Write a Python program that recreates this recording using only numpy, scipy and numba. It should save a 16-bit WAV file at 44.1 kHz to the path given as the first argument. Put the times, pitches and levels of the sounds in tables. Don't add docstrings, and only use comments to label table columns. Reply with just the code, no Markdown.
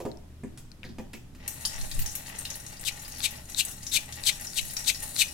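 import sys
import numpy as np
from scipy import signal
from scipy.fft import rfft, irfft
from scipy.io import wavfile
from numba import njit

SR = 44100
rng = np.random.default_rng(int(sys.argv[2]) if len(sys.argv) > 2 else 0)


def pcm_store(signal):
    levels = np.round(np.clip(np.atleast_2d(signal), -1, 1) * 32767)
    wavfile.write(sys.argv[1], SR, levels.astype(np.int16).T)


N = 235185
TIME, FREQUENCY = np.arange(N) / SR, np.fft.rfftfreq(N, 1 / SR)
OPEN_S, FLOW_RISE_S, SPRAY_RISE_S = 1.345, 0.14, 0.27


# f/Hz, bandwidth/Hz, level/dB
AIR_MODES = [(590, 82, 8.5), (777, 89, 0.5), (1445, 125, 5.5), (1940, 64, -14), (2540, 77, -18),
             (5050, 110, -3), (5626, 88, 0)]
def water():
    patter = stream()
    pot = patter + sum(from_db(db) * resonance(patter, hz, width) for hz, width, db in AIR_MODES)
    large = plinks()
    direct = placed(from_db(-4.5) * pot + from_db(-1.5) * large, pan_db=4.5, scatter_db=3.5)
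    reflected = room(from_db(-2.37) * pot + from_db(2) * large, pan_db=2, build_s=0.0026)
    lean_db = at_hz([(700, -3.5), (1100, -2.5), (1900, 5), (5000, 2), (9000, 6.5), (15000, -1.5)],
                    FREQUENCY)
    return irfft(rfft(direct + reflected) * from_db([lean_db / 2, -lean_db / 2]), N)


# f/Hz, level/dB
SPLASH_SPECTRUM = [(200, -2.5), (480, -1.5), (620, -2), (1100, 3), (1500, -5.5), (2000, 5), (3200, 0.5),
                   (4500, -3.5), (7000, -11), (16000, -41)]
SPRAY_SPECTRUM = [(1500, -12.5), (3200, -10), (4200, 4), (5500, -9.5), (6500, -2), (9300, 6.5),
                  (11500, -0.5), (14000, -5), (16000, -11)]
# t/s, distance/m
MIC_PATH = [(1.6, 0.33), (2.3, 0.49), (2.72, 1), (3.0, 0.7), (3.42, 0.89), (3.8, 0.37), (4.1, 0.81),
            (4.75, 0.35), (5.3, 0.36)]
def stream(near_m=0.4, cover_s=1, spray_db_per_s=0.5):
    age = np.maximum(TIME - OPEN_S, 0)
    spreading_db = 20 * np.log10(near_m / np.interp(TIME, *np.transpose(MIC_PATH)))
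    drumming_db = 7.5 * np.exp(-age / cover_s)
    splash_db = -57.5 + drumming_db + 0.13 * spreading_db + 3.5 * drift(rate=31)
    spray_db = -46 + spray_db_per_s * age + spreading_db + 2.5 * drift(rate=25)
    flow = 1 - np.exp(-age / FLOW_RISE_S)
    wetted = 1 - np.exp(-(age / SPRAY_RISE_S) ** 2)
    splash = coloured(grains(per_s=980, spread_db=4.5), SPLASH_SPECTRUM)
    patter = coloured(grains(per_s=1500, spread_db=3), SPRAY_SPECTRUM)
    spray = rms_one(patter + from_db(-1) * droplets())
    return flow * from_db(splash_db) * splash + wetted * from_db(spray_db) * spray


# t/s, level/dB, f/Hz, relative slap level/dB
LARGE_DROPS = [(1.478, -26, 8700, 5), (1.651, -18, 4900, -1), (1.655, -17.5, 10180, -14),
               (1.914, -30, 4420, 5), (1.992, -29, 12700, 8.5), (2.06, -25.5, 6150, 1),
               (2.152, -25, 10100, 2.5), (2.386, -19, 8720, -9.5), (2.452, -27, 3930, 2),
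               (2.502, -28.5, 5820, 3.5), (2.554, -25.5, 10630, -7), (2.795, -28.5, 8150, -12),
               (3.047, -32, 4900, -12), (3.099, -47.5, 7260, 12.5), (3.499, -38.5, 7800, 10.5),
               (3.650, -21.5, 9260, -4), (3.866, -26.5, 5890, -2), (4.124, -36, 4900, 5),
               (4.410, -27, 10400, -4), (4.468, -25.5, 5560, -12), (4.611, -31, 8100, 3),
               (4.767, -23.5, 5470, 1.5), (5.028, -22.5, 9640, -7.5), (5.282, -32, 5460, -7)]
def plinks(strays=14):
    out = np.zeros(N)
    for s, db, hz, slap_db in LARGE_DROPS:
        add(out, s, from_db(db) * drop(hz, slap_db))
    full_s = OPEN_S + SPRAY_RISE_S
    gap_s = (N / SR - full_s) / strays
    for k, (when, softness, tone) in enumerate(rng.random((strays, 3))):
        stray = from_db(-35 - 2.5 * softness) * drop(6000 * 2 ** tone, slap_db=4.5)
        add(out, full_s + (k + when) * gap_s, stray)
    return out


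def droplets(count=220):
    out = np.zeros(N)
    for when, softness, tone in rng.random((count, 3)):
        add(out, when * (N - 1) / SR, from_db(-12 * softness) * drop(4200 * 3 ** tone, slap_db=-3))
    return rms_one(out)


def drop(hz, slap_db, bubbles=4):
    t = TIME[:SR // 25]
    age = np.maximum(t - rng.uniform(0, .004, (bubbles, 1)), 0)
    rise = 1 + .12 * (.4 - np.exp(-age / .002))
    pitch = hz * np.exp(.055 * rng.standard_normal((bubbles, 1))) * rise
    phase = 2 * np.pi * np.cumsum(pitch * (age > 0), axis=1) / SR
    cluster = np.sum(np.sin(phase) * np.exp(-age / .0016) * (1 - np.exp(-age / .0003)), axis=0)
    puff = rng.standard_normal(len(t)) * np.exp(-t / 0.0033)
    slap = band(puff, hz / 1.53, hz * 1.44) + from_db(-3.5) * band(puff, 1500, 11300)
    return from_db(-5) * peak_one(cluster) + from_db(slap_db) * peak_one(slap)


# t/s, thud level/dB, clonk level/dB, rattle level/dB, rattle f/Hz,
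# click level/dB
IMPACTS = [(0.002, -44, -29, -64, 2330, -36.5), (0.052, -26.5, -27.5, -51, 1730, -39.5),
           (0.435, -27.5, -39.5, -44, 1980, -66), (0.435, -65, -60, -46.5, 8140, -68),
           (0.575, -54, -74, -40, 8850, -39), (0.839, -48, -47, -37.5, 1900, -45),
           (0.848, -42, -47.5, -40, 4240, -47), (0.889, -39, -53, -47.5, 4300, -55),
           (0.984, -31.5, -35.5, -41, 2160, -40), (1.133, -39, -42, -40, 2380, -33.5),
           (1.349, -57, -54, -60, 2130, -45.5)]
# f/Hz, level/dB, T60/s
SHELF_MODES = [(145, -3, 0.084), (198, 1.5, 0.11), (224, 2, 0.14), (261, -0.5, 0.099), (301, -4, 0.095),
               (347, -8, 0.14), (396, -3, 0.11)]
BASE_MODES = [(333, -4, 0.076), (437, -4, 0.064), (500, -3.5, 0.14), (576, -6, 0.077), (635, -7, 0.061),
              (734, -6, 0.054), (966, -4.5, 0.055), (1185, -12.5, 0.056)]
def knocks(rock_s=0.011):
    out = np.zeros(N)
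    for s, thud_db, clonk_db, rattle_db, hz, click_db in IMPACTS:
        for delay, db in [(0, -1.5), (rock_s, -2)]:
            thud = from_db(db + thud_db) * struck(SHELF_MODES, uneven_db=5)
            clonk = from_db(db + clonk_db) * struck(BASE_MODES, uneven_db=0.5)
            add(out, s + delay, thud + clonk)
        add(out, s, from_db(rattle_db) * peak_one(band(burst(t60=0.12), hz / 1.204, hz * 1.17)))
        add(out, s, from_db(click_db) * peak_one(band(burst(t60=0.1), 800, 8200, order=1)))
    return placed(out, pan_db=0, scatter_db=-12) + from_db(-2) * room(out, pan_db=0, build_s=.005)


def struck(modes, uneven_db):
    t, out = TIME[:SR // 2], 0
    for hz, db, t60 in modes:
        pitch = hz * (1 + .025 * rng.standard_normal())
        amplitude = from_db(db + uneven_db * rng.standard_normal()) * rng.choice([-1, 1])
        out = out + amplitude * np.sin(2 * np.pi * pitch * t) * dying(t60)
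    return peak_one(out)


# t/s at full strength, hold/s, swell time/s, level/dB, final resonance f/Hz
SWISH_EVENTS = [(2.88, 0.0056, 0.025, -25, 2670), (3.241, 0.019, 0.01, -23.5, 2450),
                (3.589, 0.019, 0.012, -22, 2770), (3.945, 0.027, 0.019, -21.5, 2740),
                (4.268, 0.027, 0.01, -20.5, 2230), (4.575, 0.018, 0.011, -25.5, 2470),
                (4.879, 0.022, 0.0088, -21, 2190), (5.192, 0.032, 0.0088, -21, 2360)]
# f/Hz, level/dB
HISS_SPECTRUM = [(1200, -25), (2200, -10), (3000, -10), (3750, 6.5), (4400, 3.5), (4950, -3.5), (6200, -1),
                 (7200, -2), (8100, 2.5), (8900, -3.5), (10500, -2.5), (13000, -8), (16000, -18)]
def swishes():
    level, body_share, pitch = np.zeros(N), np.zeros(N), np.full(N, 3000.)
    for s, hold, swell, db, final_hz in SWISH_EVENTS:
        to_end = s + hold - TIME
        envelope = np.exp(np.minimum(TIME - s, 0) / swell + np.minimum(to_end, 0) / 0.0069)
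        level += from_db(db) * envelope * (TIME > s - .03)
        near = np.abs(to_end) < .15
        glide_left = np.clip(to_end[near] / 0.032, 0, 1)
        pitch[near] = final_hz * (1 + 0.62 * glide_left)
        body_share[near] = from_db(-16 * glide_left)
    rasp = rms_one(grains(per_s=4000, spread_db=2.5) + rng.standard_normal(N))
    sliding = gliding_resonance(rasp, pitch * (1 + 0.069 * drift(rate=180)), width_hz=300.0)
    sliding = rms_one(band(sliding, 2060, 3760, order=3))
    rings = rms_one(sum(from_db(5 * drift(rate=50)) * resonance(rng.standard_normal(N), hz, 140)
                        for hz in np.geomspace(2400, 4400, 8)))
    body = from_db(-5.5) * sliding + from_db(-4.5) * band(rings, 1980, 7200, order=3)
    return level * (from_db(-2) * coloured(rasp, HISS_SPECTRUM) + body_share * body)


# t/s, level/dB, f/Hz
SNAPS = [(0.1159, -36, 3810), (0.172, -41, 5700), (0.7164, -37.5, 4710), (0.832, -30.5, 2670),
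         (2.8388, -30, 4140), (3.204, -24, 4000), (3.217, -26, 4170), (3.5465, -22, 3980),
         (4.2375, -21, 4370), (4.534, -29.5, 4420), (4.8475, -29, 4070), (5.164, -19, 4400)]
def ticks():
    out = np.zeros(N)
    for s, db, hz in SNAPS:
        snap = burst(t60=0.0064)
        tick = band(snap, hz / 1.17, hz * 1.12) + from_db(-10.5) * band(snap, hz * 0.33, hz * 1.39)
        add(out, s, from_db(db) * peak_one(tick))
    return out


# t/s, level/dB, rise and fall time/s
GUSTS = [(1.819, -29.5, 0.05), (1.996, -15.5, 0.029), (4.63, -42.5, 0.068)]
def buffets():
    spectrum = [(4, -22), (12, 13.5), (25, -3), (60, -18), (150, -19.5), (400, -50), (2000, -88)]
    push = sum(from_db(db) * np.exp(-np.abs(TIME - s) / fade_s) for s, db, fade_s in GUSTS)
    return push * coloured(rng.standard_normal((2, N)), spectrum) * from_db([[-4], [2]])


# f/Hz, level/dB
HUM_PARTIALS = [(75.4, -55), (118.4, -59.5), (188.4, -64.5), (253.0, -67)]
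def hum():
    phases = [drift(rate=14) for _ in HUM_PARTIALS]
    return sum(from_db(db + 3.05 * drift(rate=9.7)) * np.sqrt(2) * np.sin(2 * np.pi * hz * TIME + phase)
               for (hz, db), phase in zip(HUM_PARTIALS, phases))


# f/Hz, level/dB
RUMBLE_SPECTRUM = [(20, -1.5), (28, 6), (37, -19), (48, -5.5), (70, -24), (100, -11), (145, -7),
                   (200, -13.5), (300, -17.5), (500, -27.5), (1000, -32.5), (3000, -36.5), (8000, -41.5),
                   (12000, -42), (16000, -52)]
# f/Hz, correlation
RUMBLE_CORRELATION = [(30, 0.85), (70, 0.93), (140, 0.93), (300, 1), (700, 0.37), (2000, 0.033)]
def rumble():
    alike = at_hz(RUMBLE_CORRELATION, FREQUENCY)
    mid, side = rfft(rng.standard_normal((2, N)))
    air = irfft(np.sqrt(1 + alike) * mid + np.sqrt(1 - alike) * side * [[1], [-1]], N)
    return from_db(-48.5) * coloured(air, RUMBLE_SPECTRUM)


# f/Hz, T60/s
REVERB_TIMES = [(150, 0.26), (600, 0.43), (2000, 0.32), (8000, 0.33), (16000, 0.2)]
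def room(x, pan_db, build_s):
    edges = np.geomspace(60, 18000, 9)
    white = rng.standard_normal((2, SR // 2))
    tail = sum(band(white, low, high) * dying(at_hz(REVERB_TIMES, np.sqrt(low * high)))
               for low, high in zip(edges, edges[1:]))
    onset = 1 - np.exp(-TIME[:SR // 2] / build_s)
    return convolved(x, tail * onset) * from_db([[pan_db / 2], [-pan_db / 2]])


def placed(x, pan_db, scatter_db):
    scatter = rng.standard_normal((2, SR // 2)) * dying(t60=.05)
    direct = np.array([np.append(0, x[:-1]), x]) * from_db([[pan_db / 2], [-pan_db / 2]])
    return direct + from_db(scatter_db) * convolved(x, scatter)


def convolved(x, response):
    response = response / np.sqrt(np.sum(response ** 2, axis=1, keepdims=True))
    return signal.fftconvolve(x[None], response, axes=1)[:, :N]


def from_db(db):
    return 10 ** (np.asarray(db) / 20)


def rms_one(x):
    return x / np.sqrt(np.mean(x ** 2) + 1e-20)


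def peak_one(x):
    return x / np.abs(x).max()


def at_hz(points, hz):
    f, value = np.transpose(points)
    return np.interp(np.log(np.maximum(hz, 1)), np.log(f), value)


def coloured(x, spectrum):
    return rms_one(irfft(rfft(x) * from_db(at_hz(spectrum, FREQUENCY)), N))


def band(x, low_hz, high_hz, order=2):
    edges = [low_hz, min(high_hz, SR / 2 - 1000)]
    return signal.sosfilt(signal.butter(order, edges, "band", fs=SR, output="sos"), x)


def resonance(x, hz, width_hz):
    r = np.exp(-np.pi * width_hz / SR)
    feedback = [1, -2 * r * np.cos(2 * np.pi * hz / SR), r * r]
    return signal.lfilter(np.array([1, 0, -1]) * (1 - r * r) / 2, feedback, x)


@njit
def gliding_resonance(x, hz, width_hz):
    y, r = np.zeros(len(x)), np.exp(-np.pi * width_hz / SR)
    for i in range(2, len(x)):
        drive = (1 - r * r) / 2 * (x[i] - x[i - 2])
        y[i] = drive + 2 * r * np.cos(2 * np.pi * hz[i] / SR) * y[i - 1] - r * r * y[i - 2]
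    return y


def drift(rate):
    return rms_one(np.interp(TIME * rate, np.arange(N), rng.standard_normal(N)))


def grains(per_s, spread_db):
    sizes = from_db(spread_db * np.minimum(rng.exponential(1, N), 4)) * rng.choice([-1, 1], N)
    return rms_one(sizes * (rng.random(N) < per_s / SR))


def dying(t60):
    return from_db(-60 * TIME[:SR // 2] / t60)


def burst(t60):
    return dying(t60) * rng.standard_normal(SR // 2)


def add(track, s, sound):
    start = max(round(s * SR), 0)
    track[start:start + len(sound)] += sound[:N - start]


def scene():
    close = swishes() + ticks()
    pot = knocks() + water()
    direct = from_db(-3) * placed(close, pan_db=15, scatter_db=-5.5)
    reflected = from_db(-14) * room(close, pan_db=7, build_s=0.0048)
    return pot + direct + reflected + rumble() + hum() + buffets()


def record(dry, cutoff_hz=16000):
    return signal.sosfilt(signal.ellip(10, .1, 80, cutoff_hz, fs=SR, output="sos"), dry)


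dry = scene()
out = record(dry)
pcm_store(out)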